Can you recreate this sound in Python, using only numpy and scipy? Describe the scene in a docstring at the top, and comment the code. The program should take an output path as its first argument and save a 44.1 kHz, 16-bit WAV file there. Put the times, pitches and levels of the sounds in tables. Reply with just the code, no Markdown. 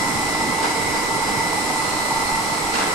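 """Workshop test bench: a nine-piston hydraulic pump runs steadily, driven by an inverter-fed motor.
Shaft and piston orders, drive whine and a beating pair, all summed sines, stand out of a roar of oil flow,
casing and fans, made of shaped noise whose hiss pulses with every piston stroke. Metal clanks, decaying
noise bursts, sound farther off in the hall among fuzzy rings of narrow-band noise. Two microphone ports."""
import sys
import numpy as np
from scipy import signal
from scipy.fft import rfft, irfft
from scipy.io import wavfile
from scipy.ndimage import uniform_filter1d

SR = 44100
rng = np.random.default_rng(int(sys.argv[2]) if len(sys.argv) > 2 else 0)


def file_out(sig):
    """Save sig as 16-bit WAV at sys.argv[1]."""
    # one column per channel
    cols = np.atleast_2d(sig).T
    # limit, then scale
    lim = np.clip(cols, -1, 1)
    pcm = np.round(lim * 32767).astype(np.int16)
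    wavfile.write(sys.argv[1], SR, pcm)


N = 129654
TIME = np.arange(N) / SR  # s
SHAFT_HZ, PISTONS = 17.022, 9


def amp(db):
    """Decibel law: 20 dB is a factor of ten in amplitude."""
    return 10 ** (np.asarray(db) / 20)


def evened(x):
    """Normalization: equal mean power, rms 1."""
    return x / np.sqrt(np.mean(x ** 2) + 1e-20)


def read(points, hz):
    """Spectral envelope: interpolation along a logarithmic frequency axis."""
    f, value = np.transpose(points)
    return np.interp(np.log(hz + 1), np.log(f + 1), value)


def course(points, t=TIME):
    """Temporal envelope: linear interpolation between (time [s], level [dB]) points."""
    return np.interp(t, *np.transpose(points))


def drift(top_hz, t):
    """Slow random modulation: sines of random phase, weaker towards top_hz, rms 1."""
    waves = []
    for f in np.geomspace(.3, top_hz, 12):
        waves.append(np.sin(2 * np.pi * (f * t + rng.random())) / np.sqrt(f))
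    return evened(sum(waves))


def band(x, lo_hz, hi_hz):
    """Zero-phase band-pass: soft spectral edges without delay."""
    hz = np.fft.rfftfreq(N, 1 / SR)
    low_cut, high_cut = 1 + (lo_hz / (hz + 1)) ** 8, 1 + (hz / hi_hz) ** 8
    return irfft(rfft(x) / low_cut / high_cut, N)


def narrow(hz, width_hz):
    """Narrow-band noise: white noise through a resonance-like peak, rms 1."""
    offset = 2 * (np.fft.rfftfreq(N, 1 / SR) - hz) / width_hz
    return evened(irfft(rfft(rng.standard_normal(N)) / (1 + offset ** 4), N))


def tones(rows, together_s=None):
    """Superposition of sines wavering in level and phase; before the waver, phases meet at together_s."""
    waver_db, waver_rad, waver_hz = 1.2, .3, 24
    coarse = TIME[::256]
    out = np.zeros((2, N))
    for hz, left_db, right_db, lead in rows:
        waver = np.interp(TIME, coarse, drift(waver_hz, coarse))
        slip = np.interp(TIME, coarse, drift(waver_hz, coarse))
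        start = rng.random() if together_s is None else -hz * together_s  # cycles
        phase = 2 * np.pi * (hz * TIME + start) + waver_rad * slip
        gain = amp([[left_db], [right_db]] + waver_db * waver)
        out += np.sqrt(2) * gain * np.sin([phase + lead, phase])
    return out


def throb():
    """Periodic modulation by rotation: level changes once and twice a turn."""
    once, twice = .1, .33
    turns = SHAFT_HZ * TIME
    return once * np.cos(2 * np.pi * turns) + twice * np.cos(4 * np.pi * turns)


# spurt strength of each piston in turn, before random spread: (level [dB])
PISTON_LEVEL = (2, 0, 0, -2, -3, -2, -1, -1, 0)


def strokes():
    """Amplitude modulation by flow pulses: each stroke spurts and decays, unevenly, deeper on the left."""
    first_stroke_s, spread_db = .0046, 2.2
    depths, decay = (2.8, 1.3), .24  # left and right; decay in stroke periods
    count = PISTONS * SHAFT_HZ * (TIME - first_stroke_s) + PISTONS
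    which = count.astype(int)
    spread = spread_db * rng.standard_normal(which[-1] + 1)[which]
    size = amp(np.take(PISTON_LEVEL, which % PISTONS) + spread)
    spurt = size * np.exp(-(count % 1) / decay)
    return np.array([evened(1 + depth * spurt) for depth in depths])


# spectral shape of the roar: (frequency [Hz], relative density [dB per Hz])
ROAR_COLOUR = [(20, -14.5), (60, -17), (130, -8), (250, -4.5), (420, -6.5), (600, -11), (760, -6.5),
               (1100, -6.5), (1300, -7.5), (1420, -12.5), (1750, -14.5), (2400, -14), (3300, -17.5),
               (4200, -17), (5000, -15), (6200, -17.5), (7600, -16.5), (10000, -19.5), (10600, -24.5),
               (11800, -22.5), (12600, -35.5), (14800, -30), (15200, -46)]
# casing resonances: (frequency [Hz], width [Hz], height over the roar [dB])
CASING_PEAKS = [(875, 197, 7), (1350, 19.4, 11.5), (2042, 216, 10), (2010, 79, 1.5), (9060, 210, 7.5)]
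# likeness of the two ports: (frequency [Hz], left-right coherence [0 to 1])
LIKENESS = [(25, 1), (60, 1), (250, 0.92), (500, 0.69), (900, 0.64), (1150, 0.13), (1600, 0.55),
            (2200, 0.16), (6000, 0.064), (10000, 0.19)]
# balance of the two ports: (frequency [Hz], left minus right [dB])
BALANCE = [(25, -18), (60, -12.5), (140, -5), (250, -6.5), (330, -0.5), (500, -10.5), (760, -1),
           (1200, -4.5), (2000, -2.5), (3300, -0.5), (5450, -3.5), (9000, 4), (14900, 0)]
# phase between the two ports: (frequency [Hz], left lead [rad])
PHASE_LEAD = [(20, 0.85), (90, 0.14), (300, 0.43), (500, 0.079), (850, 0.2), (1100, 0.81), (1800, 2.73),
              (2800, 5.6), (5000, 9.7), (9000, 14.2)]
# changing level of the low-middle roar: (time [s], level [dB])
LOW_MID_COURSE = [(0, 0.5), (.3, -0.5), (.6, 4), (1.0, 4), (1.4, 2), (1.9, -1), (2.5, -2), (2.94, 4)]
# changing level of the rumble: (time [s], level [dB])
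RUMBLE_COURSE = [(0, 1), (.2, 2), (.45, 0.5), (.7, -0.5), (.9, 4), (1.1, -1.5), (1.3, 2), (1.6, 0.5),
                 (1.9, -3), (2.2, 0), (2.5, -0.5), (2.75, 0.5), (2.94, -2)]


def roar():
    """Broadband flow and fan noise coloured by casing resonance; shaft and pistons modulate its bands."""
    level_db, patchy_db, swell_db, lumps_db = -23, 1.0, .25, 1.3  # overall level is set before modulation
    low_mid_hz, low_mid_width_hz, rumble_top_hz = 442, 81, 300
    size, hop = 2048, 512
    frames, hz = N // hop + 5, np.fft.rfftfreq(size, 1 / SR)
    frame_s = np.arange(frames) * hop / SR
    a, b, c, d, patches = rng.standard_normal((frames, len(hz), 5)).T
    patches = uniform_filter1d(patches, 6, 0)  # across frequency
    patches = evened(uniform_filter1d(patches, 5, 1))  # across time

    # partial coherence: the left port shares part of the right port's noise
    same = np.clip(read(LIKENESS, hz), 0, 1)[:, None]
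    right = a + 1j * b
    left = same * right + np.sqrt(1 - same ** 2) * (c + 1j * d)
    left = left * np.exp(1j * read(PHASE_LEAD, hz))[:, None]

    colour = read(ROAR_COLOUR, hz)
    for f, width, db in CASING_PEAKS:
        colour = colour + db / (1 + (2 * (hz - f) / width) ** 2)
    field = colour[:, None] + patchy_db * patches + swell_db * drift(2.1, frame_s)  # dB
    low_mid_offset = 2 * (hz[:, None] - low_mid_hz) / low_mid_width_hz
    field += course(LOW_MID_COURSE, frame_s) / (1 + low_mid_offset ** 2)
    rumble_db = course(RUMBLE_COURSE, frame_s) + lumps_db * patches
    field += rumble_db / (1 + (hz[:, None] / rumble_top_hz) ** 4)

    tilt = read(BALANCE, hz)[:, None] / 2
    spectra = np.array([left * amp(field + tilt), right * amp(field - tilt)])
    noise = signal.istft(spectra, nperseg=size, noverlap=size - hop)[1][:, :N]
    noise = amp(level_db) * evened(noise)
    casing_throb = throb() * band(noise, 706, 1070)
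    hiss_pulse = (strokes() - 1) * band(noise, 8000, 10800)
    return noise + casing_throb + hiss_pulse


# shaft orders: (multiple of shaft speed, left level [dB], right level [dB], left lead [rad])
SHAFT_ORDERS = [(1, -61, -45, 1.2), (4, -64, -56, .6), (5, -56, -48, .5), (17, -52, -47, .3),
                (18, -41, -40, 0.), (19, -55, -50, .1), (27, -49, -39, 1.3), (32, -70, -50, -1.1),
                (35, -51, -59, 1.3), (36, -48, -47, .1), (37, -56, -49, .1), (45, -43, -47, 1.5),
                (46, -47, -48, .7), (48, -49, -47, .2), (51, -52, -46, 0.), (54, -43, -41, .1),
                (55, -48, -45, .1), (60, -65, -46, -2.1), (62, -46, -44, .9), (63, -59, -45, 1.3),
                (64, -48, -51, -2.0), (73, -56, -47, 2.1)]


def pump_orders():
    """Harmonic series of rotation: tones at whole multiples of the shaft speed."""
    return tones([(order * SHAFT_HZ, *rest) for order, *rest in SHAFT_ORDERS])


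# two close tones before swelling: (frequency [Hz], left level [dB], right level [dB], left lead [rad])
BEATING_PAIR = [(897.1, -37, -34, .3), (902.17, -37, -38, .7)]
# swelling and sinking of the pair: (time [s], level [dB])
BEAT_COURSE = [(0, 1), (.25, -3), (.4, 2), (1.0, 0.5), (1.4, 3), (1.6, -2), (1.8, 3), (1.97, -5),
               (2.15, 1.5), (2.4, 3), (2.6, -3), (2.94, -4)]


def beating_pair():
    """Beating by interference: two close tones swell about five times a second and throb with the shaft."""
    pair = tones(BEATING_PAIR, together_s=.02)
    return (1 + throb() / 2) * amp(course(BEAT_COURSE)) * pair


# steady motor and drive tones: (frequency [Hz], left level [dB], right level [dB], left lead [rad])
DRIVE_TONES = [(1794.2, -56, -53, .3), (1934.0, -53, -46, -.7), (3103.1, -60, -58, -2.0),
               (3794.2, -63, -53, 1.5), (3931.0, -52, -46, .4), (3999.7, -50, -48, 2.8),
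               (4069.0, -52, -44, -.5), (4137.4, -52, -45, -1.2), (4622.8, -52, -56, .2),
               (4760.2, -49, -62, 1.1), (5034.7, -58, -54, .6), (5240.5, -42, -43, .5),
               (5309.2, -55, -63, 1.8), (5588.4, -53, -52, 2.1), (5794.6, -57, -55, 2.1),
               (7932.0, -55, -60, -.9), (8000.7, -42, -42, .3), (8069.5, -58, -60, .3),
               (10000.7, -54, -69, -1.6)]
# loudest whine: (frequency [Hz], left relative level [dB], right relative level [dB], left lead [rad])
LOUDEST_WHINE = [(2000.15, 2.5, -.5, -1.2)]
# level to which the loudest whine's own levels add: (time [s], level [dB])
LOUDEST_COURSE = [(0, -32), (.12, -36), (.3, -32), (.5, -30.5), (.66, -36), (.75, -32), (1.1, -31),
                  (1.25, -34.5), (1.45, -31), (1.9, -34.5), (2.3, -31), (2.55, -35), (2.94, -33.5)]


def drive_whine():
    """Tonal noise of motor and drive: discrete sines, the loudest following its own level envelope."""
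    return tones(DRIVE_TONES) + amp(course(LOUDEST_COURSE)) * tones(LOUDEST_WHINE)


# level of the thin tone, before its port offsets: (time [s], level [dB])
FICKLE_COURSE = [(0.0, -56), (0.08, -54), (0.24, -59), (0.27, -49), (0.91, -58), (1.18, -57), (1.26, -48),
                 (1.65, -44), (1.7, -47), (1.85, -45), (1.87, -39), (2.25, -46), (2.28, -32), (2.34, -51),
                 (2.52, -39), (2.69, -44), (2.73, -35), (2.94, -50)]


def fickle_tone():
    """Amplitude modulation of a pure tone: a thin sine whose strength drifts widely, almost all on the right."""
    # frequency [Hz], left and right relative level [dB], left lead [rad]
    return amp(course(FICKLE_COURSE)) * tones([(4268.5, -38, 3, 2.2)])


# level of the fuzzy ring at the right port: (time [s], level [dB])
FUZZ_COURSE = [(0.0, -35), (0.09, -41), (1.05, -33), (1.13, -50), (1.24, -27), (1.27, -44), (1.4, -30),
               (1.49, -42), (1.53, -31), (1.6, -45), (2.72, -41), (2.75, -40), (2.87, -48), (2.94, -40)]


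def fuzz():
    """Narrow-band noise under a level envelope: a fuzzy ring just above the loudest whine."""
    hz, width_hz, left_db = 2183, 93, -11.5  # left relative to right
    return amp(course(FUZZ_COURSE)) * narrow(hz, width_hz) * amp([[left_db], [0]])


# distant blows: (time [s], level before decay [dB], brightness [dB per octave], 60 dB decay time [s])
BLOWS = [(.33, -33, -1, .5), (.625, -22, .6, .7), (.935, -26, -1, .5), (1.22, -26, -1, .5),
         (2.733, -21, 1.3, .45), (2.778, -21.5, -.5, 1.0)]
# spectral shape of the blows before brightness: (frequency [Hz], relative level [dB])
BLOW_COLOUR = [(300, -3), (900, 11.5), (1700, 6), (2800, 0), (4200, -0.5), (6500, -8.5), (12000, -33)]


def clanks():
    """Exponential reverberant decay: each distant blow is a rattling noise burst dying in the hall."""
    rise_s, rattle_db, rattle_s = .008, 1.6, .004
    out, t = np.zeros((2, N + SR)), np.arange(SR) / SR
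    hz = np.fft.rfftfreq(SR, 1 / SR)
    for start_s, level_db, bright_db, t60 in BLOWS:
        colour = amp(read(BLOW_COLOUR, hz) + bright_db * np.log2(hz + 20))
        burst = evened(irfft(rfft(rng.standard_normal((2, SR))) * colour, SR))
        rattle = evened(uniform_filter1d(rng.standard_normal(SR), round(rattle_s * SR)))
        burst *= amp(rattle_db * rattle - rattle_db / 2)
        envelope = np.minimum(t / rise_s, 1) * amp(level_db - 60 * t / t60)
        at = round(start_s * SR)
        out[:, at:at + SR] += envelope * burst
    return out[:, :N]


# short fuzzy rings: (time [s], hold [s], frequency [Hz], width [Hz], right level [dB])
SHORT_RINGS = [(.33, .05, 4840, 140, -43), (.625, .08, 4855, 140, -37), (.94, .07, 4850, 140, -37),
               (1.23, .07, 4855, 140, -38.5), (1.36, .03, 4845, 140, -42), (2.747, .012, 2700, 300, -30),
               (2.79, .04, 2680, 300, -38)]


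def rings():
    """Gated narrow-band noise: short rings rise, hold and fade, with energy set by their envelope."""
    rise_s, fade_db_per_s, left_db = .006, 600, -5  # left relative to right
    out = np.zeros((2, N))
    for start_s, hold_s, hz, width_hz, db in SHORT_RINGS:
        rise = np.clip((TIME - start_s) / rise_s, 0, 1)
        shape = rise * amp(-fade_db_per_s * np.maximum(TIME - start_s - hold_s, 0))
        ring = shape * narrow(hz, width_hz)
        ring *= np.linalg.norm(shape) / np.linalg.norm(ring)
        out += amp(db + np.array([[left_db], [0]])) * ring
    return out


def scene():
    """Linear superposition: all the sources add at the two ports."""
    machine = roar() + pump_orders() + beating_pair() + drive_whine() + fickle_tone()
    return machine + fuzz() + clanks() + rings()


def record(dry):
    """Band limitation: a linear-phase low-pass filter removes the highest treble."""
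    edge_hz = 15450
    lowpass = signal.firwin(1501, edge_hz, window=("kaiser", 9), fs=SR)
    return signal.oaconvolve(dry, lowpass[None], "same")


dry = scene()
out = record(dry)
file_out(out)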